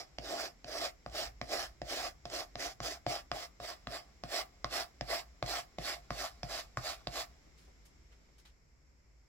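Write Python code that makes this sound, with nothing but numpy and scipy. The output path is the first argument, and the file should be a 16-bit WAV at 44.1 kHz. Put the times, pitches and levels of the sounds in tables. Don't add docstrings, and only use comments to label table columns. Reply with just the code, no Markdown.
import sys
import numpy as np
from scipy import signal
from scipy.fft import rfft, irfft, next_fast_len
from scipy.io import wavfile
from scipy.ndimage import uniform_filter1d, map_coordinates

SR = 44100
rng = np.random.default_rng(int(sys.argv[2]) if len(sys.argv) > 2 else 0)


def to_wav(s):
    ch = np.atleast_2d(s).T
    pcm = np.round(np.clip(ch, -1, 1) * 32767)
    wavfile.write(sys.argv[1], SR, pcm.astype(np.int16))


N = 409239
TIME = np.arange(N) / SR

# start_s, click_level_db, knock_over_click_db, thud_over_click_db,
# knock_upper_modes_db, wait_before_sweep_s, sweep_length_s, rasp_level_db, swell_along_sweep_db, landing_scuff_db
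STROKES = [(-0.2, -40.5, -8.5, -8, 0, 0.054, 0.15, -40.5, -6, -61),
           (0.1835, -28, -4, -13.5, -27, 0.057, 0.23, -47.5, 8, -62.5),
           (0.643, -29.5, -13.5, -18, -9, 0.034, 0.2, -46, 10.5, -82),
           (1.061, -39, 10.5, -4.5, 4, 0.092, 0.12, -43.5, -7.5, -66.5),
           (1.4129, -26, -0.5, -12, 5, 0.099, 0.15, -42.5, -6, -60.5),
           (1.816, -30.5, 1.5, -9.5, -27, 0.07, 0.2, -43.5, -4, -69),
           (2.253, -27, -6, -18.5, -4, 0.076, 0.1, -44.5, -5.5, -64),
           (2.554, -27.5, -3.5, -15.5, 0.5, 0.051, 0.11, -45.5, -11, -81),
           (2.802, -31, 3.5, -7, 6, 0.036, 0.12, -45, -11.5, -88),
           (3.064, -28.5, 6, -5, -14, 0.018, 0.11, -44.5, -3.5, -89),
           (3.3146, -23, 2, -17.5, 7.5, 0.012, 0.12, -48, 6, -88),
           (3.6, -44, 9.5, -4, 4, 0.034, 0.096, -49, -0.5, -62.5),
           (3.87, -31.5, 3.5, -7, 9, 0.039, 0.068, -46.5, 5.5, -63),
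           (4.2354, -28, -1.5, -11, 2, 0.074, 0.097, -41, 5.5, -61.5),
           (4.6433, -22.5, 2, -16, 7.5, 0.087, 0.093, -39.5, -1, -61.5),
           (5.009, -24, -4.5, -11, -14, 0.089, 0.099, -40.5, -1.5, -62.5),
           (5.425, -26, 4, -7.5, -1, 0.059, 0.12, -42.5, -5, -62),
           (5.7837, -27.5, -1.5, -10, -9, 0.06, 0.1, -43, 1, -57.5),
           (6.1046, -32, 10, -2.5, 7, 0.068, 0.1, -44, -1, -55),
           (6.4305, -25.5, -6, -10, -18, 0.073, 0.11, -44.5, -1.5, -59),
           (6.771, -34, 14, 0, 12.5, 0.074, 0.095, -44.5, -5, -56),
           (7.07, -23, -4, -14.5, 0, 0.074, 0.074, -41, 4, -61)]
# start_s, start_level_db (before the lowpass)
BOUNCES = [(1.097, -46.5), (2.300, -38.5), (5.462, -35)]
# pitch_hz, width_hz, relative_level_db
CANVAS_MODES = [(274.3, 73, -13.5), (349, 80, -9.5), (624, 149, -4.5), (705.4, 36, 2), (810.3, 29.7, -7.5),
                (1083, 59, -5.5), (1163, 230, -11.5), (1440, 19, -11.5)]
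# pitch_hz, width_hz, relative_level_db
FRAME_MODES = [(52, 4.8, 7.5), (124, 22.2, 4), (165, 23, 2), (250.5, 31, 4)]
# frequency_hz, relative_level_db (per Hz)
BRISTLE_COLOUR = [(760, -65), (1300, -1), (1700, 1.5), (2800, 0), (4000, 0), (5600, -2), (6800, -11),
                  (7500, -5.5), (8500, -10.5), (12000, -13), (15700, -16)]
# frequency_hz, relative_level_db
CLICK_COLOUR = [(800, -46), (1600, 8), (3000, 10), (6000, -0.5), (9000, -16)]
# time_s, deep_over_tight_modes_db
PLACE = [(0, 0.5), (1.2, -1), (2.5, -1.5), (4, -3), (7.3, -4.5)]
# time_s, gain_db
PRESSURE = [(0, 2.5), (1.5, -2.5), (2.8, -4), (3.2, -2.5), (5, -2), (5.9, -3.5)]
# time_s, gain_db
SHEEN = [(0, 3.5), (1.6, -1), (3.2, -0.5), (4.5, -0.5), (7.3, -3)]
# time_s, gain_db
ABOVE_SHEEN = [(1.2, 3), (2.8, 8), (4.3, -1), (6.8, 7)]
# frequency_hz, left_right_likeness (0 to 1)
BRUSH_LIKENESS = [(100, .99), (700, 0.94), (1500, 0.7), (5000, 0.66), (10000, 0.35)]
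# frequency_hz, gain_db
RIGHT_PORT_COLOUR = [(250, -0.5), (800, 1), (1300, -5), (2000, 3.5), (2900, -1), (3800, 3), (5000, 11.5),
                     (5750, 7), (6300, 0), (7400, 6), (8200, -3.5), (9200, -18), (10300, 0.5)]
# time_s, lead_s
LEFT_LEAD = [(0, 0.00013), (7.4, 0.000095)]
# frequency_hz, t60_s
ROOM_DECAY = [(200, 0.14), (1000, 0.21), (5000, 0.041), (12000, 0.19)]
# frequency_hz, left_right_likeness (0 to 1)
ROOM_LIKENESS = [(40, 1), (200, 0.64), (800, 0.02)]
# time_s, level_db
RUMBLE_LEVEL = [(0.15, -62.5), (1.01, -62.5), (1.14, -55), (1.5, -58.5), (3.95, -64), (7.03, -59.5),
                (7.39, -62), (7.96, -62), (8.94, -66), (9.28, -65.5)]
# frequency_hz, relative_level_db (per Hz)
RUMBLE_COLOUR = [(20, -13.5), (38, -3), (51, 5), (64, 3), (80, -10.5), (150, -10.5), (260, -88)]
# time_s, level_db
HISS_LEVEL = [(0, -67.5), (7.4, -66.5), (8.3, -69), (8.6, -72), (9.28, -72.5)]
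# frequency_hz, relative_level_db (per Hz)
HISS_COLOUR = [(90, -34), (150, -2.5), (400, -7), (900, -13.5), (1750, -15.5), (2150, -10), (2600, -19),
               (3400, -20), (4600, -19.5), (5300, -12.5), (6300, -20.5), (7500, -16.5), (8700, -42.5),
               (12500, -29.5), (15000, -60)]
# peak_s, level_db, fade_s, colour_hz
RUSTLES = [(7.58, -67, 0.1, 5160), (7.47, -65, 0.016, 450), (7.68, -64, 0.025, 600),
           (7.855, -66, 0.036, 7050), (8.12, -68, 0.029, 2500), (8.29, -69, 0.015, 700),
           (8.385, -66.5, 0.035, 5500), (8.455, -63.5, 0.045, 3600)]

RISE_S, FALL_S = 0.011, 0.012
SETTLE_DB_PER_S = 66
CLIMB_DB = 3
LIFT_DB = 4
EDGE_DB_PER_S = 0.08
RUSTLE_RISE_S = 0.0039
BUMP_S, BUMP_DB, BUMP_FADE_S = 7.99, -51.5, 0.022
TOP_HZ = 15800


def rasp():
    level_db, done = sweep()
    force = paired(slips(11000), slips(11000), BRUSH_LIKENESS)
    patched = patchy(force, depth_db=2.0)
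    fizz = unit(filtered(patched, lambda hz: amp(along(BRISTLE_COLOUR, hz))))
    edge = filtered(fizz, lambda hz: 1 - 1 / (1 + (hz / 9000) ** 6))

    drum = unit(filtered(patched, modes(CANVAS_MODES)))
    deep = filtered(drum, lambda hz: 1 / (1 + (hz / 650) ** 12))
    high = filtered(drum, lambda hz: 1 / (1 + (950 / (hz + 1)) ** 6))
    middle = drum - deep - high
    place_db = curve(PLACE) - CLIMB_DB * (2 * done - 1)
    drum = amp(place_db) * deep + amp(-0.6 * place_db) * middle + amp(-1.3 * place_db - 3.5) * high

    level_db = level_db + 1.2 * wobble(60)
    sheen = filtered(fizz, lambda hz: np.exp(-((hz - 5450) / 1000) ** 2))
    edge_db = 0.074 * (level_db + 53) + TIME * EDGE_DB_PER_S
    fizz = fizz - edge + amp(edge_db) * edge
    sheen_db = 0.086 * np.clip(level_db + 83, -30, 0) + curve(SHEEN)
    fizz = fizz - sheen + amp(sheen_db) * sheen
    above = filtered(fizz, lambda hz: np.exp(-((hz - 6500) / 550) ** 2))
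    fizz = fizz + (amp(curve(ABOVE_SHEEN)) - 1) * above

    drum_db = -42.0 + 0.87 * (level_db + 45.5) + curve(PRESSURE)
    drum_db -= LIFT_DB * uniform_filter1d(1. * (done >= 1), size=700)
    drum_db += 1.5 * wobble(45)
    return amp(level_db) * fizz + amp(drum_db) * drum


def sweep():
    rows = np.array(STROKES)
    row = rows[np.searchsorted(rows[:, 0], TIME) - 1].T
    since = TIME - row[0]
    wait, length, db, swell_db, scuff_db = row[5:]
    done = np.clip((since - wait) / length, 0, 1)
    gather = 1 / (1 + np.exp((wait - since) / RISE_S))
    speed = gather / (1 + np.exp((since - wait - length) / FALL_S))
    scuff = amp(scuff_db - SETTLE_DB_PER_S * since)
    level = amp(db + swell_db * (done - .5)) * speed + scuff
    return 20 * np.log10(level + 1e-9), done


def slips(rate):
    jumps = rng.random(N) < rate / SR
    return unit(jumps * rng.standard_normal(N))


def patchy(x, depth_db):
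    z = signal.stft(x, nperseg=512)[2]
    field = uniform_filter1d(rng.standard_normal(z.shape[1:]), size=4, axis=0)
    field = uniform_filter1d(field, size=8, axis=1)
    return signal.istft(z * amp(depth_db * unit(field)), nperseg=512)[1][:, :N]


def taps():
    out = np.zeros(N + SR)
    t = np.arange(SR // 4) / SR
    push = -(t / 0.0013) * np.exp(1 - t / 0.00018)
    slow = (t / .0012) * np.exp(1 - t / 0.00076)
    sharp = -t * np.exp(-t / .00011)
    peak = lambda x: x / np.max(np.abs(x))
    free = np.array(CANVAS_MODES[1:]) * [1, .8, 1]
    for s, db, knock_db, thud_db, upper_db, *_ in STROKES[1:]:
        tips = filtered(rng.standard_normal(len(t)), lambda hz: amp(along(CLICK_COLOUR, hz)))
        click = 0.071 * push + 0.48 * amp(-60 * t / 0.0088) * unit(tips)
        struck = modes(free, scatter_db=2, sign=1)
        tilt = lambda hz: amp(upper_db / (1 + (950 / (hz + 1)) ** 8))
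        knock = amp(knock_db) * peak(filtered(sharp, lambda hz: struck(hz) * tilt(hz)))
        frame = modes(FRAME_MODES, scatter_db=3)
        thud = amp(thud_db) * peak(filtered(slow, frame))
        first = round((s + .0014) * SR)
        out[first:][:len(t)] += amp(db) * (click + knock + thud)
    for s, db in BOUNCES:
        out[round(s * SR):][:len(t)] += amp(db - 60 * t / .016) * rng.standard_normal(len(t))
    lowpass = signal.butter(4, 7500, fs=SR, output='sos')
    dull = signal.sosfilt(lowpass, out[:N])
    return np.array([dull, dull])


def ports(pair):
    late = map_coordinates(pair[1], [(TIME - curve(LEFT_LEAD)) * SR], order=3)
    detour = lambda hz: 0.27 * np.exp(-(np.log((hz + 1) / 700) / 0.27) ** 2)
    shade = lambda hz: causal(along(RIGHT_PORT_COLOUR, hz)) * np.exp(-1j * detour(hz))
    return np.array([pair[0], filtered(late, shade)])


def echoes(x):
    hz, t, z = signal.stft(rng.standard_normal((2, SR // 2)), SR, nperseg=256)
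    decay = amp(-60 * t / along(ROOM_DECAY, hz)[:, None])
    tail = signal.istft(z * decay, SR, nperseg=256)[1]
    delayed = np.pad(x, ((0, 0), (250, 0)))
    return signal.fftconvolve(delayed, tail / np.linalg.norm(tail[0]), axes=1)[:, :N]


def background():
    return rumble() + hiss() + rustles() + bump()


def rumble():
    return amp(curve(RUMBLE_LEVEL)) * noise(RUMBLE_COLOUR)


def hiss():
    air = noise(HISS_COLOUR)
    middle = filtered(air, lambda hz: np.exp(-(np.log((hz + 1) / 3500) / 0.22) ** 4))
    air = air - np.interp(TIME, [8.45, 8.55], [0, .4]) * middle
    return amp(curve(HISS_LEVEL)) * air


def rustles():
    total = 0
    for s, db, fade, hz in RUSTLES:
        swell = np.exp(-((TIME - s) / np.where(TIME < s, RUSTLE_RISE_S, fade)) ** 2)
        total = total + amp(db) * swell * noise([(hz / 8, -6), (hz, 0), (hz * 5, -24), (hz * 30, -90)])
    return amp(1.8 * wobble(150)) * total


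def bump():
    after = np.maximum(TIME - BUMP_S, 0)
    swell = after / BUMP_FADE_S * np.exp(1 - after / BUMP_FADE_S)
    return amp(BUMP_DB) * swell * np.sin(2 * np.pi * FRAME_MODES[0][0] * after)


def noise(spectrum):
    pair = paired(*rng.standard_normal((2, N)), ROOM_LIKENESS)
    return unit(filtered(pair, lambda hz: amp(along(spectrum, hz))))


def amp(db):
    return 10 ** (np.asarray(db) / 20)


def unit(x):
    return x / np.sqrt(np.mean(x ** 2) + 1e-20)


def along(points, hz):
    f, v = np.transpose(points)
    return np.interp(np.log(hz + 1), np.log(f + 1), v)


def curve(rows):
    return np.interp(TIME, *np.transpose(rows))


def wobble(rate):
    return map_coordinates(rng.standard_normal(int(N * rate / SR) + 4), [TIME * rate])


def filtered(x, response):
    m = next_fast_len(x.shape[-1] + 8192)
    return irfft(rfft(x, m) * response(np.fft.rfftfreq(m, 1 / SR)), m)[..., :x.shape[-1]]


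def modes(table, scatter_db=0, sign=-1):
    gain = amp(scatter_db * rng.standard_normal(len(table)))
    return lambda f: sum(sign ** k * gain[k] * amp(db) * 1j * f * w / (c * c - f * f + 1j * f * w)
                         for k, (c, w, db) in enumerate(table))


def causal(db):
    log_gain = np.log(amp(db))
    mirrored = np.r_[log_gain, log_gain[-2:0:-1]]
    return np.exp(np.conj(signal.hilbert(mirrored))[:len(db)])


def paired(a, b, alike):
    turn = lambda hz: np.arccos(np.clip(along(alike, hz), -1, 1)) / 2
    mid, side = filtered(np.array([a, b]), lambda hz: np.array([np.cos(turn(hz)), np.sin(turn(hz))]))
    return np.array([mid + side, mid - side])


def scene():
    brush = ports(rasp()) + ports(taps())
    return brush + amp(-8.5) * echoes(brush) + background()


def record(dry):
    return filtered(dry, lambda hz: hz < TOP_HZ)


dry = scene()
out = record(dry)
to_wav(out)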